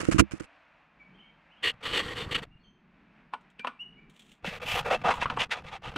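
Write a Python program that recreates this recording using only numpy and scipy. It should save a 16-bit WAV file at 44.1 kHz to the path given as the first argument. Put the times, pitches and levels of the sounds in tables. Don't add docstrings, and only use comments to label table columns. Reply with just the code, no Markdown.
import sys
import numpy as np
from scipy import signal
from scipy.fft import rfft, irfft, next_fast_len
from scipy.io import wavfile

SR = 44100
rng = np.random.default_rng(int(sys.argv[2]) if len(sys.argv) > 2 else 0)


def output_pcm(signal):
    pcm = np.clip(np.atleast_2d(signal).T, -1, 1) * 32767
    wavfile.write(sys.argv[1], SR, np.round(pcm).astype(np.int16))


N = 263277
TIME = np.arange(N) / SR

# (start [s], length [s], level [dB])
PALM_STROKES = [(0, 0.031, -31.5), (.025, .085, -41), (.05, 0.0059, -41.5), (.111, 0.033, -28.5),
                (.14, 0.046, -42.5), (.181, 0.037, -21.5), (.193, 0.019, -17), (.309, .03, -42),
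                (.33, 0.063, -53), (.396, 0.018, -41), (.415, 0.048, -51.5)]
PALM_ATTACK_S, PALM_RELEASE_S = 0.0039, 0.018
# (start [s], length [s], skin creep [dB], body sway [dB])
HAND_RESTS = [(1.609, 0.15, -57, -54), (1.804, .66, -52, -43.5), (4.42, 0.14, -58, -43),
              (4.597, .88, -48.5, -43), (5.491, 0.303, -53, -48.5), (5.817, 0.14, -47, -45)]
# (frequency [Hz], gain [dB])
GRIP_SPECTRUM = [(150, -77), (250, -18), (499, -1), (583, -2.5), (669, -3.5), (1920, -6.5), (2660, -8.5),
                 (11200, -40), (13700, -43.5), (15500, -46)]
# (frequency [Hz], width [Hz], lift [dB])
GRIP_RESONANCES = [(488, 31, 5.8), (712, 53, 2.9), (795, 140, 4.1), (950, 32, 1.1), (1219, 42, 8.6),
                   (1420, 240, 4.2), (2370, 120, 1.8), (2650, 64, 7.8), (2990, 300, 1.4), (3380, 66, 4.3)]


def from_db(db):
    return 10 ** (np.asarray(db) / 20)


def unit_rms(x):
    return x / np.sqrt(np.mean(x ** 2) + 1e-20)


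def add(out, start_s, sound):
    start = max(round(start_s * SR), 0)
    out[start:start + len(sound)] += sound[:max(N - start, 0)]


def band(x, low_hz, high_hz, order=4):
    sos = signal.butter(order, [low_hz, min(high_hz, 0.45 * SR)], "band", fs=SR, output="sos")
    return signal.sosfilt(sos, x)


def coloured(x, spectrum):
    size = 2 * next_fast_len(len(x) // 2 + 4096)
    hz, db = np.transpose(spectrum)
    gain_db = np.interp(np.log(np.fft.rfftfreq(size, 1 / SR) + 1), np.log(hz), db)
    cepstrum = irfft(np.log(from_db(gain_db)))
    cepstrum[1:size // 2] *= 2
    cepstrum[size // 2 + 1:] = 0
    return irfft(rfft(x, size) * np.exp(rfft(cepstrum)))[:len(x)]


def lifted(x, resonances):
    for hz, width_hz, lift_db in resonances:
        x = x + (from_db(lift_db) - 1) * signal.lfilter(*signal.iirpeak(hz, hz / width_hz, SR), x)
    return x


def ring(push, hz, t60_s):
    r, w = from_db(-60 / (t60_s * SR)), 2 * np.pi * hz / SR
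    return signal.lfilter([0, np.sin(w)], [1, -2 * r * np.cos(w), r * r], push + 1e-18)


def drift(rate_hz):
    knots = rng.standard_normal(4096)
    return unit_rms(np.interp(TIME * rate_hz, np.arange(len(knots)), knots))


def swell(t, length_s, attack_s, release_s):
    rise_s, fall_s = min(attack_s, length_s / 3), min(release_s, length_s / 2)
    ramp = np.clip(np.minimum(t / rise_s, (length_s - t) / fall_s), 0, 1)
    return np.sin(np.pi / 2 * ramp) ** 1.42


def strokes(rows, attack_s, release_s):
    return sum(from_db(db) * swell(TIME - start_s, length_s, attack_s, release_s)
               for start_s, length_s, db in rows)


def friction(rate_hz, spread_db, judder_db):
    slips = rng.random(N) < rate_hz / SR
    sizes = from_db(spread_db * np.minimum(rng.exponential(1, N), 3)) * rng.choice([-1, 1], N)
    return unit_rms(slips * sizes * from_db(judder_db * drift(170)))


def garden(hush_gain_db=1.0, rumble_gain_db=3.0, bass_db=-80.0):
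    lulls = [
        [(0.48, -59.5, -87.5), (0.734, -65, -76), (0.982, -66, -71), (1.196, -65, -64.5), (1.434, -63.5, -74),
         (1.58, -62, -74.5)],
        [(2.5, -71.5, -74), (2.732, -73.5, -69.5), (2.964, -67, -64), (3.658, -68, -72.5), (3.996, -67, -61.5),
         (4.4, -70.5, -68.5)],
    ]
    # (frequency [Hz], gain [dB])
    hush_spectrum = [(180, -33), (300, -4), (371, -24), (523, -10.5), (597, -6.5), (898, -6), (2600, -8.5),
                     (3020, -17), (15000, -62)]
    # (frequency [Hz], gain [dB])
    rumble_spectrum = [(15, -40.5), (25, -5), (54, 2), (86, -25.5), (157, 6.5), (215, 5), (302, -6),
                       (450, -7.5), (580, -29.5), (990, -120)]
    times_s, hush_db, rumble_db = np.vstack(lulls).T
    hush = unit_rms(coloured(rng.standard_normal(N), hush_spectrum))
    rumble = unit_rms(coloured(rng.standard_normal(N), rumble_spectrum))
    bass = from_db(bass_db) * unit_rms(band(rng.standard_normal(N), 25, 110, order=2))
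    hush *= from_db(hush_gain_db + np.interp(TIME, times_s, hush_db) + drift(11))
    rumble *= from_db(rumble_gain_db + np.interp(TIME, times_s, rumble_db) + 1.8 * drift(16))
    return hush + rumble + bass


def birds(note_s=0.05, glide_s=0.0104, waver=0.014, echo_db=-16.0, echo_slope=0.74, echo_t60_s=0.42):
    # (time [s], final pitch [Hz], start/final pitch [ratio], level [dB])
    chirps = [(.992, 2282, 1.03, -51), (1.134, 3190, 0.87, -63.5), (1.181, 3160, 0.77, -55.5),
              (1.225, 2267, 0.98, -60), (1.238, 3230, 0.71, -61.5), (1.499, 3090, 0.65, -59),
              (1.557, 3350, 0.41, -63), (2.505, 2800, 1, -64), (2.59, 4392, .9, -76),
              (2.63, 3116, 1.13, -63), (2.63, 6150, 1.03, -81), (3.584, 2364, 1.14, -43),
              (3.79, 2910, 0.89, -36), (3.966, 2286, 0.95, -55.5)]
    direct, echo_send, t = np.zeros(N), np.zeros(N), TIME[:SR // 2]
    for start_s, final_hz, start_ratio, level_db in chirps:
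        hz = final_hz * (1 + (start_ratio - 1) * np.exp(-t / glide_s))
        hz *= 1 + waver * drift(210)[:len(t)]
        phase = 2 * np.pi * np.cumsum(hz) / SR
        note = np.sin(phase) + from_db(-38.5) * np.sin(2 * phase) + from_db(-42.5) * np.sin(3 * phase)
        note *= np.sin(np.pi * np.minimum(t / note_s, 1))
        add(direct, start_s, from_db(level_db) * note)
        add(echo_send, start_s, from_db(echo_db + echo_slope * level_db) * note)
    scatter = rng.standard_normal(len(t)) * from_db(-60 * t / echo_t60_s) * (t > 0.015)
    return direct + signal.fftconvolve(echo_send, scatter / np.linalg.norm(scatter))[:N]


def skin_ticks(decay_s=0.011):
    # (start [s], length [s], level [dB])
    grazes = [(4.11, 0.305, -63.5), (5.09, 0.12, -51)]
    # (time [s], peak [dB])
    ticks = [(3.41, -67), (3.501, -57.5), (4.097, -53), (4.194, -46), (4.22, -51), (4.317, -47)]
    # (frequency [Hz], gain [dB])
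    spectrum = [(1500, -13.5), (3300, 1), (4800, -18.5), (7600, -11.5), (11000, -26), (15000, -29)]
    slips = friction(1300, spread_db=1.3, judder_db=3.2)
    out = strokes(grazes, attack_s=0.059, release_s=0.17) * unit_rms(coloured(slips, spectrum))
    t = TIME[:SR // 20]
    for start_s, peak_db in ticks:
        crackle = coloured(rng.standard_normal(len(t)) * np.exp(-t / decay_s), spectrum)
        add(out, start_s, from_db(peak_db) * crackle / np.abs(crackle).max())
    return out


def skin_creep():
    rows = [(start_s, length_s, db) for start_s, length_s, db, _ in HAND_RESTS]
    contact = strokes(rows, attack_s=0.0083, release_s=0.024)
    slips = friction(2500, spread_db=0.7, judder_db=4.2)
    return contact * unit_rms(lifted(coloured(slips, GRIP_SPECTRUM), GRIP_RESONANCES))


def body_sway(settle_db_per_s=75):
    rows = [(start_s, length_s, db) for start_s, length_s, _, db in HAND_RESTS]
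    weight = strokes(rows, attack_s=0.12, release_s=0.13)
    # (frequency [Hz], gain [dB])
    spectrum = [(22, -1), (65, 0), (180, 1.5), (300, -11.5), (430, -24), (730, -68)]
    settling = from_db(-settle_db_per_s * TIME)
    envelope = np.maximum.accumulate(weight / settling) * settling
    return envelope * unit_rms(coloured(friction(900, spread_db=3.7, judder_db=4.5), spectrum))


def scrape(rows, slips, spectrum, resonances, attack_s, release_s,
           hiss_db, hiss_slope, hollow_q, hollow_lift_db):
    case = lifted(coloured(slips, spectrum), resonances)
    mids = band(case, 255, 1448)
    rasp = unit_rms(band(case, 1696, 4120))
    hiss = unit_rms(band(case, 4780, 21800))
    mean_rasp_db = np.mean([row[2] for row in rows])
    out = np.zeros(N)
    for start_s, length_s, rasp_db, hollow_db, hollow_hz in rows:
        span = slice(round(start_s * SR), round((start_s + length_s) * SR))
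        hollow = unit_rms(lifted(mids[span], [(hollow_hz, hollow_hz / hollow_q, hollow_lift_db)]))
        damping = [(hz, width_hz, rng.normal(0, 4.5)) for hz, width_hz, _ in resonances]
        shell = unit_rms(lifted(rasp[span], damping))
        hiss_gain = from_db(hiss_db + hiss_slope * (rasp_db - mean_rasp_db))
        sound = from_db(rasp_db) * shell + from_db(hollow_db) * hollow + hiss_gain * hiss[span]
        add(out, start_s, swell(TIME[span] - start_s, length_s, attack_s, release_s) * sound)
    return out


def finger_slides(hollow_hz=485, hollow_db=-41.0, hollow_slope=0.23):
    # (start [s], length [s], rasp [dB])
    slides = [(1.623, 0.1, -26.5), (1.822, 0.2, -39.5), (1.851, 0.024, -39), (1.927, 0.097, -31.5),
              (1.969, 0.2, -43.5), (2.15, 0.11, -39), (2.232, 0.12, -61), (2.307, 0.039, -34.5),
              (2.342, 0.032, -25.5), (2.368, 0.036, -42), (2.419, 0.029, -49)]
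    # (frequency [Hz], gain [dB])
    spectrum = [(150, -64.5), (250, -0.5), (474, -0.5), (681, -10), (781, -6), (3010, 6), (4550, -12.5),
                (5130, -19), (12400, -31.5), (15500, -45.5)]
    # (frequency [Hz], width [Hz], lift [dB])
    resonances = [(483, 60, 8.7), (1154, 88, 4.3), (1878, 150, 5.8), (2910, 130, 6.1), (3246, 50, 5.9),
                  (3560, 14, 9.3), (4425, 240, 9.1), (8000, 680, 6.9)]
    mean_db = np.mean([db for _, _, db in slides])
    rows = [(start_s, length_s, db, hollow_db + hollow_slope * (db - mean_db), hollow_hz)
            for start_s, length_s, db in slides]
    slips = friction(7000, spread_db=2.35, judder_db=1.06)
    return scrape(rows, slips, spectrum, resonances, attack_s=0.029, release_s=0.05,
                  hiss_db=-47.5, hiss_slope=0.63, hollow_q=16.5, hollow_lift_db=2.0)


def finger_grips():
    # (start [s], length [s], shell rasp [dB], hollow [dB], hollow pitch [Hz])
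    rubs = [(4.44, 0.08, -36.5, -45, 550), (4.495, 0.1, -44.5, -45.5, 554), (4.61, 0.048, -41.5, -40, 563),
            (4.648, 0.12, -33, -40, 900), (4.738, 0.087, -35, -31.5, 886), (4.84, 0.081, -40, -32, 477),
            (4.898, 0.075, -30.5, -24.5, 636), (5.033, 0.085, -33.5, -22, 796),
            (5.098, 0.041, -33.5, -29.5, 1080), (5.128, 0.099, -52, -42.5, 980),
            (5.2, 0.056, -33.5, -38, 1070), (5.289, 0.069, -53, -40.5, 960),
            (5.381, 0.074, -28.5, -34.5, 930), (5.503, 0.048, -29, -39, 860),
            (5.533, 0.083, -46.5, -41, 870), (5.655, .06, -48, -51, 960), (5.706, 0.079, -45.5, -42, 880),
            (5.825, 0.089, -44.5, -42.5, 950)]
    # (time [s], gain [dB])
    treble_curve = [(4.45, 2.5), (4.8, 13), (4.9, -2), (5.4, -33), (5.6, -43)]
    slips = friction(5000, spread_db=0.83, judder_db=1.72)
    rub = scrape(rubs, slips, GRIP_SPECTRUM, GRIP_RESONANCES, attack_s=0.049, release_s=0.035,
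                 hiss_db=-53.5, hiss_slope=0.99, hollow_q=3.6, hollow_lift_db=8.0)
    treble = signal.lfilter(*signal.iirpeak(13500, 3.0, SR), rub)
    treble_gain = from_db(np.interp(TIME, *np.transpose(treble_curve)))
    return rub + (treble_gain - 1) * treble


def finger_taps(touch_s=0.0053, scuff_s=0.0063, tail_s=0.04, shell_db=-25.5, shell_slope=0.32):
    # (time [s], hollow peak [dB], hollow pitch [Hz])
    taps = [(2.3503, -26, 1300), (3.3358, -21, 945), (3.5943, -41, 1620), (3.647, -20.5, 1040),
            (3.671, -23.5, 1090), (4.445, -25, 603), (4.910, -24.5, 724), (5.089, -16.5, 690),
            (5.111, -19.5, 990), (5.138, -24.5, 1000), (5.223, -17.5, 1010), (5.257, -15.5, 1150),
            (5.3, -22, 1080), (5.373, -19, 1020), (5.961, -24, 330)]
    # (frequency [Hz], gain [dB], t60 [s])
    shell_modes = [(240, -10.5, 0.06), (442, -13, 0.022), (1474, -9, 0.056), (1770, -15, 0.016),
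                   (2580, -89, 0.0024), (2800, 10, 0.0021), (3900, -56, 0.0012), (8030, -19, 0.0065)]
    lead = SR // 50
    out, t = np.zeros(N), np.arange(-lead, SR // 6) / SR
    click = from_db(-2.5) * (t == 0)
    touch = from_db(-29.5) * np.exp(-abs(t) / touch_s)
    scuff = from_db(-13.5) * np.exp(-abs(t) / scuff_s) + from_db(-35) * np.exp(-abs(t) / tail_s)
    envelope = np.where(t < 0, touch, scuff)
    for landing_s, peak_db, hollow_hz in taps:
        push = band(click + envelope * rng.standard_normal(len(t)), 150, 4600, order=1)
        shell = sum(from_db(db + rng.normal(0, 3)) * ring(push, hz, t60_s)
                    for hz, db, t60_s in shell_modes)
        hollow = ring(push, hollow_hz, t60_s=0.012)
        tap = from_db(peak_db) * hollow - from_db(shell_db + shell_slope * peak_db) * shell
        add(out, landing_s + t[0], tap / np.abs(hollow).max())
    return out


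def palm_rumble(left_db=-8.5, right_db=-8.0, body_db=-7.5):
    slips = [friction(900, spread_db=3.0, judder_db=0.86) for _ in range(3)]
    left, right, body = [unit_rms(band(x, 45, 170, order=2)) for x in slips]
    lumps = from_db([[left_db], [right_db]]) * (np.array([left, right]) + from_db(body_db) * body)
    return strokes(PALM_STROKES, PALM_ATTACK_S, PALM_RELEASE_S) * lumps


def palm_brush(left_db=-4.0, right_db=1.0):
    # (frequency [Hz], gain [dB])
    left_spectrum = [(600, -20.5), (850, -5), (1250, 5), (1700, -2), (2900, -6), (3500, -14.5),
                     (7600, -26.5), (15000, -46.5)]
    # (frequency [Hz], gain [dB])
    right_spectrum = [(200, -1), (600, -2), (820, -15.5), (1250, -2.5), (1700, -6.5), (2800, -7.5),
                      (3400, -19.5), (5200, -15.5), (7600, -14.5), (10000, -20.5), (11500, -34.5),
                      (15500, -45.5)]
    left = unit_rms(coloured(friction(5000, spread_db=1.8, judder_db=3.3), left_spectrum))
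    right = unit_rms(coloured(friction(4000, spread_db=6.2, judder_db=0.9), right_spectrum))
    ports = np.array([from_db(left_db) * left, from_db(right_db) * right])
    return strokes(PALM_STROKES, PALM_ATTACK_S, PALM_RELEASE_S) * ports


def palm_thumps(leak_db=-15.0, leak_spread=0.33):
    # (time [s], level [dB], push length [s])
    pushes = [(0.032, -17.5, 0.0007), (0.081, -21, .0039), (0.0861, -2, 0.0019), (.144, -6.5, 0.0037),
              (0.16, -11, 0.0034), (0.188, -4, 0.0024), (.2015, -0.5, 0.0025), (0.205, -4.5, 0.0036),
              (.2196, -6.5, 0.003), (.335, -16, 0.0033), (.406, -20, 0.0019)]
    # (frequency [Hz], gain [dB], t60 [s])
    pocket_modes = [(68.5, -24, 0.17), (143.3, -10, .06), (205, -10.5, 0.1), (323, 5, 0.054),
                    (480, 2.5, .025)]
    left, right, t = np.zeros(N), np.zeros(N), TIME[:SR // 5]
    for start_s, level_db, push_s in pushes:
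        push = np.sin(np.pi * np.minimum(t / push_s, 1)) ** 2
        modes = np.array([from_db(db) * ring(push, hz, t60_s) for hz, db, t60_s in pocket_modes])
        modes *= from_db(level_db) / np.abs(modes.sum(axis=0)).max()
        leak = from_db(leak_db) * (leak_spread * rng.standard_normal(len(modes)) - 1)
        add(right, start_s, modes.sum(axis=0))
        add(left, start_s, leak @ modes)
    return band(np.array([left, right]), 73, 2500, order=1)


def scene():
    palm = palm_brush() + palm_rumble() + palm_thumps()
    case = finger_slides() + finger_grips() + skin_creep() + body_sway() + finger_taps() + skin_ticks()
    return palm + case + birds() + garden()


def record(dry, clip_level=0.9, cutoff_hz=15600):
    lowpass = signal.ellip(10, 0.2, 80, cutoff_hz, fs=SR, output="sos")
    return signal.sosfilt(lowpass, np.clip(dry, -clip_level, clip_level))


dry = scene()
out = record(dry)
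output_pcm(out)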